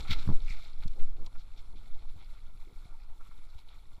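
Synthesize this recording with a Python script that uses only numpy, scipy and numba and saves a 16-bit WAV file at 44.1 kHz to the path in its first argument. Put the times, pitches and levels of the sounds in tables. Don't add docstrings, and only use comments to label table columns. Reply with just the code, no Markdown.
import sys
import numpy as np
from scipy import signal
from scipy.io import wavfile
from scipy.ndimage import uniform_filter1d
from numba import njit

SR = 44100
rng = np.random.default_rng(int(sys.argv[2]) if len(sys.argv) > 2 else 0)


def gain_from_db(level_db):
    decades = np.asarray(level_db, float) / 20
    return 10 ** decades


def waveform_to_disk(signal):
    frames = np.transpose(np.atleast_2d(signal))
    scaled = np.clip(frames, -1, 1) * 32767
    samples = np.round(scaled).astype(np.int16)
    wavfile.write(sys.argv[1], SR, samples)


N = 176400
BUBBLE_GLIDE = 0.073


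def noise():
    return rng.standard_normal(N)


def unit(x):
    return x / np.sqrt(np.mean(x ** 2))


def curve(rows):
    return gain_from_db(np.interp(np.arange(N) / SR, *np.array(rows).T))


def band(x, hz, width_hz):
    return signal.lfilter(*signal.iirpeak(hz, hz / width_hz, fs=SR), x)


def steep_band(x, hz, width_hz):
    return unit(band(band(x, hz, width_hz), hz, width_hz))


def butter(x, order, hz, kind):
    return signal.sosfilt(signal.butter(order, hz, kind, fs=SR, output="sos"), x)


def butter_zero_phase(x, order, hz, kind):
    return signal.sosfiltfilt(signal.butter(order, hz, kind, fs=SR, output="sos"), x)


def walk(rate_hz):
    hold = int(SR / rate_hz)
    steps = np.repeat(rng.standard_normal(N // hold + 1), hold)
    return uniform_filter1d(uniform_filter1d(steps, hold), hold)[:N]


def bump(at_s, rise_s, fall_s):
    out = np.zeros(N)
    span = slice(max(int((at_s - 6 * rise_s) * SR), 0), min(int((at_s + 6 * fall_s) * SR), N))
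    t = np.arange(span.start, span.stop) / SR - at_s
    out[span] = np.exp(-.5 * (t / np.where(t < 0, rise_s, fall_s)) ** 2)
    return out


@njit
def ring(at, hz, cycles, size, glide, n):
    out = np.zeros(n)
    for g in range(len(at)):
        tau = cycles[g] / hz[g] * SR / 3
        phase = 0.
        for i in range(min(int(5 * tau), n - at[g])):
            phase += 2 * np.pi * hz[g] * (1 + glide * i / tau) / SR
            attack = min(i / (.7 * tau), 1.)
            out[at[g] + i] += size[g] * np.sin(phase) * np.exp(-i / tau) * attack * 2
    return out


def fizz(count, lo_hz, hi_hz, cycles, spread_db):
    u = rng.random((count, 4)).T
    at = (u[0] * N).astype(np.int64)
    hz = lo_hz * (hi_hz / lo_hz) ** u[1]
    size = gain_from_db(spread_db * np.minimum(-np.log(1 - u[2]), 1.93))
    return unit(ring(at, hz, cycles * (.5 + u[3]), size, BUBBLE_GLIDE, N))


def splash():
    # time [s], level [dB], rise [s], fall [s],
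    # centre [Hz].
    sheets_and_laps = [(.006, -37, 0.0056, 0.0028, 3870), (0.059, -45.5, 0.0067, 0.024, 1210),
                       (0.086, -37, 0.008, 0.016, 2600), (0.114, -29, 0.0071, 0.0069, 3000),
                       (0.129, -30.5, 0.0051, 0.011, 3000), (0.205, -47, 0.032, 0.015, 3500),
                       (.245, -57.5, 0.038, 0.014, 2020), (0.499, -50.5, 0.02, 0.032, 6600),
                       (.52, -53, 0.058, 0.054, 3500), (.64, -55, 0.032, 0.053, 3680),
                       (0.825, -51, 0.0035, 0.0099, 1800), (0.879, -45.5, 0.0018, 0.0038, 5800),
                       (0.997, -50, 0.0041, 0.014, 1920), (1.169, -58.5, 0.0052, 0.0066, 2600),
                       (1.263, -41.5, 0.0012, 0.0042, 4630), (1.359, -55.5, 0.0067, 0.0053, 1300),
                       (1.4, -54.5, 0.013, 0.017, 4080), (1.585, -55, 0.014, 0.019, 3800),
                       (2.242, -56.5, 0.043, 0.014, 2800), (2.93, -59, .02, 0.0089, 1100),
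                       (3.211, -52, 0.0058, 0.0043, 1120), (3.59, -55.5, 0.01, 0.009, 3500),
                       (3.724, -56.5, 0.024, 0.022, 2730),
                       (.19, -55, 0.033, 0.024, 1300), (1.77, -63, 0.014, 0.03, 3400),
                 (1.86, -64, 0.0068, 0.013, 3100), (1.949, -57, 0.0071, 0.0064, 3400),
                 (2.02, -62, 0.013, 0.012, 2800), (.935, -60, 0.0044, 0.0087, 3600),
                 (0.98, -53, 0.019, 0.016, 440), (1.2, -58, .03, 0.018, 530), (2.7, -60, 0.034, 0.035, 294),
                 (2.09, -57, 0.01, 0.018, 3000), (2.38, -58.5, 0.032, 0.015, 2450)]
    # time [s], level [dB], rise [s], fall [s], centre [Hz], width [Hz].
    slap = (0.495, -43.5, 0.016, 0.05, 2350, 900)
    # start [s], peak [dB], centre [Hz].
    gulps = [(0.823, -57.5, 920), (0.934, -75, 920), (0.994, -66, 740), (1.076, -63, 706),
             (1.262, -50, 915), (1.344, -65.5, 740), (1.544, -60, 740), (1.574, -62, 790),
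             (1.696, -56, 960), (1.729, -56.5, 724), (1.868, -56.5, 740), (1.954, -55, 714),
             (2.022, -56.5, 730), (2.041, -54, 890), (2.223, -54, 830), (2.284, -59.5, 1404),
             (2.324, -59, 710), (2.361, -58, 1293), (2.488, -59, 824), (2.621, -57.5, 791),
             (2.719, -63, 786), (2.883, -56, 680), (2.936, -57, 920), (3.088, -55, 775),
             (3.121, -53.5, 810), (3.2, -62, 1220), (3.259, -51.5, 1090), (3.309, -53, 1220),
             (3.517, -70, 855), (3.582, -57.5, 860), (3.613, -62, 740), (3.709, -63, 762),
             (3.979, -57, 815)]
    gulp_rise_s, gulp_fall_s, gulp_db = .004, .011, -2

    spray = noise() + 0.57 * fizz(count=12000, lo_hz=1420, hi_hz=12400, cycles=1.06, spread_db=6.0)
    spray = spray * gain_from_db(4 * walk(150))
    wide = 0.47 * butter(spray, 1, 1450, "high")
    out = np.zeros(N)
    for s, db, rise_s, fall_s, hz in sheets_and_laps:
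        out += gain_from_db(db + 1) * bump(s, rise_s, fall_s) * (steep_band(spray, hz, 1.28 * hz) + wide)
    s, db, rise_s, fall_s, hz, width_hz = slap
    out += gain_from_db(db) * bump(s, rise_s, fall_s) * steep_band(spray, hz, width_hz)
    for s, db, hz in gulps:
        swell = bump(s + gulp_rise_s, gulp_rise_s, gulp_fall_s)
        out += gain_from_db(db + gulp_db) * swell * steep_band(spray, hz, .45 * hz)
    return out


def churn():
    # time [s], level [dB].
    churn_rows = [
        (0.0, -51),
        (.26, -52.5),
        (.36, -59),
        (.55, -55),
        (.75, -61),
        (1.12, -68),
        (1.8, -66),
        (4.0, -66.5),
    ]
    strength = curve(churn_rows)
    lap_db = 0.51 * walk(7.6) + 1.8 * walk(45)
    foam = []
    for hz, db in ((500, -9), (1100, -2), (2300, 0), (4000, -5.5), (7500, -7.5), (11000, 4.0)):
        swing_db = lap_db * (hz / 2700.0) ** 0.3 + 2.3 * walk(27)
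        foam.append(gain_from_db(db + swing_db) * unit(band(noise(), hz, 0.62 * hz)))
    ticks = fizz(count=1100, lo_hz=1800, hi_hz=12600, cycles=7.2, spread_db=1.5) * gain_from_db(-0.5 + lap_db)
    blips = fizz(count=900, lo_hz=605, hi_hz=1560, cycles=10.9, spread_db=5.5) * gain_from_db(-3 + lap_db)
    hiss = strength * gain_from_db(1.5) * (sum(foam[2:4]) + ticks)
    mist_db = -35 + 2 * np.tanh(walk(29.83) + walk(75))
    mist = strength ** 0.47 * gain_from_db(mist_db) * sum(foam[4:])
    gurgle = strength ** 0.59 * gain_from_db(-25.5) * (sum(foam[:2]) + blips)
    return hiss + mist + gurgle


def drops():
    # time [s], peak [dB], pitch [Hz].
    drop_rows = [(0.402, -45, 3600), (.482, -40, 2300), (0.504, -37, 2220), (.54, -48, 2400),
                 (0.6215, -44, 4130), (0.649, -40, 4070), (0.685, -44, 3500), (0.571, -42, 2230),
                 (.572, -44, 4300), (.499, -37, 4800), (0.708, -47.5, 1150), (.732, -44, 4000),
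                 (.922, -61, 2250), (1.755, -59, 3500), (1.79, -48.5, 3460), (1.992, -49, 3500),
                 (2.2446, -47.5, 4250), (0.804, -47, 3550), (0.835, -36.5, 3700), (0.88, -47.5, 3840),
                 (0.894, -67, 2200), (1.3444, -67, 2260), (2.0991, -51, 3660), (3.001, -52.5, 2200),
                 (3.034, -49, 4040), (3.4855, -54, 4300), (3.6862, -40.5, 3530)]
    s, db, hz = np.repeat(np.array(drop_rows), repeats=4, axis=0).T
    u = rng.random((len(s), 4)).T
    late_s = .004 * u[0] * (np.arange(len(s)) % 4 > 0)
    at = ((s + late_s) * SR).astype(np.int64)
    pitch_hz = hz * np.exp(0.067 * (2 * u[1] - 1))
    cycles = 10.3 * (.5 + .5 * u[2])
    return ring(at, pitch_hz, cycles, gain_from_db(db - 5.5 - 11.6 * u[3]), BUBBLE_GLIDE, N)


def flecks():
    return gain_from_db(-89 + 6.5 * np.tanh(walk(54))) * steep_band(noise(), 10020, 690)


def membrane_heave():
    # time [s], level [dB].
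    gust_rows = [
        (0.0, -22),
        (0.36, -21.5),
        (0.63, -28),
        (0.89, -27),
        (4.0, -34.5),
    ]
    # time [s], swing [full scale], half length [s].
    heaves = [(0.095, -0.13, 0.024), (0.126, 0.063, 0.056), (0.25, -0.23, 0.016), (0.288, 0.11, 0.044),
              (0.352, -0.29, 0.022), (0.164, 0.09, 0.0078), (0.221, 0.079, 0.017), (0.429, 0.11, 0.0093),
              (0.465, -0.13, 0.012), (.513, -0.075, 0.008), (0.557, 0.051, 0.063), (0.863, 0.12, 0.012),
              (0.907, -0.08, 0.011), (1.029, -0.26, 0.02), (1.088, 0.13, 0.02), (1.221, 0.079, 0.018),
              (1.315, -0.095, 0.021), (1.337, 0.096, 0.026), (1.943, 0.077, 0.024)]
    gust = curve(gust_rows)
    sway = gust * gain_from_db(-5.5) * unit(butter(noise(), 3, [3, 16], "band"))
    shake = gust ** .5 * gain_from_db(-38) * steep_band(noise(), 31.2, 27)
    return sway + shake + sum(swing * bump(s, half_s, half_s) for s, swing, half_s in heaves)


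def membrane_flutter():
    # time [s], level [dB].
    flutter_rows = [(0, -55), (.2, -51.5), (.45, -60), (.7, -67), (1.05, -59), (1.3, -63.5), (1.5, -67.5),
                    (1.75, -61.5), (2.0, -62.5), (2.3, -65.5), (2.8, -68.5), (3.2, -67.5), (3.6, -67),
                    (4, -67.5)]
    puff_db = 3.4 * walk(4.5) + 4.24 * walk(28.06)
    flutter = np.zeros(N)
    for hz, db in ((45, -1.0), (70, -7.5), (120, -9.5), (260, -9.5)):
        flutter += gain_from_db(db + puff_db + 1.9 * walk(25.12)) * steep_band(noise(), hz, hz)
    flicks = gain_from_db(-14) * fizz(count=60, lo_hz=43.0, hi_hz=167, cycles=0.52, spread_db=7)
    return curve(flutter_rows) * (flutter + flicks)


def membrane_pops():
    # time [s], peak [dB], rise [s], fall [s].
    pop_rows = [(.005, -21.5, 0.0077, 0.0036), (0.2775, -18, 0.0013, .0014), (0.2911, -16, 0.0014, 0.00069),
                (0.3015, -17, 0.0016, 0.00082), (.308, -20, 0.0022, 0.00095),
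                (0.3167, -23.5, 0.0032, 0.00055), (0.3252, -26.5, 0.013, 0.00051),
                (0.505, -33.5, 0.0025, 0.0011), (0.859, -25.5, 0.0015, 0.0011),
                (0.873, -37.5, 0.0044, 0.001), (1.002, -43, 0.0034, 0.002), (1.25, -61, 0.0021, 0.008),
                (2.163, -37, 0.0019, 0.0018), (2.856, -38.5, 0.0033, 0.0011),
                (3.292, -42.5, 0.0069, 0.00083), (3.556, -34.5, 0.003, 0.0028),
                (3.98, -43.5, 0.006, 0.00094)]
    # time [s], peak [dB], rise [s], fall [s].
    dent_rows = [
        (0.097, -27, 0.0017, 0.00066),
        (0.1091, -18, 0.012, 0.00061),
        (0.1243, -25, 0.0063, 0.00039),
        (.141, -35, 0.0075, 0.0054),
    ]
    grit = 0.069 * 6 * 1.4 * steep_band(noise(), 1000, 1040)
    pops = sum(gain_from_db(db) * bump(s, rise_s, fall_s) for s, db, rise_s, fall_s in pop_rows)
    pops = butter(pops * (1 + grit * pops), 1, 29.4, "high")
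    dents = sum(gain_from_db(db) * bump(s, rise_s, fall_s) for s, db, rise_s, fall_s in dent_rows)
    dents = butter_zero_phase(dents, 3, 264, "low")
    return butter_zero_phase(pops - dents, 2, [35.5, 1300], "band")


def membrane_buffets():
    # time [s], peak [dB].
    buffet_rows = [(0.605, -58), (1.197, -52), (1.254, -46), (1.365, -50), (1.598, -71), (2.407, -57),
                   (2.466, -49), (2.541, -52.5), (2.711, -55), (3.379, -53), (3.453, -55), (3.622, -62),
                   (3.747, -50.5), (3.855, -57)]
    lag_s, half_s = 0.015, 0.0059
    swell = sum(gain_from_db(db - 6) * bump(s + lag_s, half_s, half_s) for s, db in buffet_rows)
    return swell * steep_band(noise(), 102, 102)


def wind():
    return membrane_heave() + membrane_flutter() + membrane_pops() + membrane_buffets()


def housing(water):
    # centre [Hz], width [Hz], gain [dB].
    case_modes = [(365, 242, -3.5), (927, 159, -3), (1100, 263, -5.5), (1377, 178, -2.5), (2226, 283, -7.5),
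                  (3500, 440, -5), (4250, 570, -6), (5430, 560, -9.5), (7470, 830, -16.5), (9880, 470, -14),
                  (11750, 11700, -20.5)]
    return sum((-1) ** k * gain_from_db(db) * band(water, hz, width_hz)
               for k, (hz, width_hz, db) in enumerate(case_modes))


def scene():
    mix = housing(splash() + churn()) + drops() + flecks() + wind()
    fade_out = 1 - bump(N / SR, .004, .004)
    return (mix * fade_out)[None]


def roll_off(x):
    return signal.sosfilt(signal.butter(12, 15360, fs=SR, output="sos"), x)


def record(dry):
    # start [s], end [s].
    open_spans = [(-.1, .02), (.1, .14), (.47, .55), (.61, .68), (.75, .79), (.92, .97), (1.11, 1.17),
                  (1.24, 1.29), (1.37, 1.45), (1.56, 1.625), (2.09, 2.2), (2.24, 2.31), (2.35, 2.39),
                  (2.47, 2.865), (2.94, 3.4), (3.475, 3.69), (3.73, 3.84), (3.88, 4.1)]
    x = dry + gain_from_db(-80) * rng.standard_normal(dry.shape)

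    def below(hz):
        return signal.sosfiltfilt(signal.ellip(10, .05, 45, hz, fs=SR, output="sos"), x)

    t = np.arange(N) / SR
    low = below(12900)
    is_open = 1. * sum((t > start_s) & (t < end_s) for start_s, end_s in open_spans)
    gate = uniform_filter1d(is_open, size=300)
    return roll_off(low + gate * (below(15250) - low))


dry = scene()
out = record(dry)
waveform_to_disk(out)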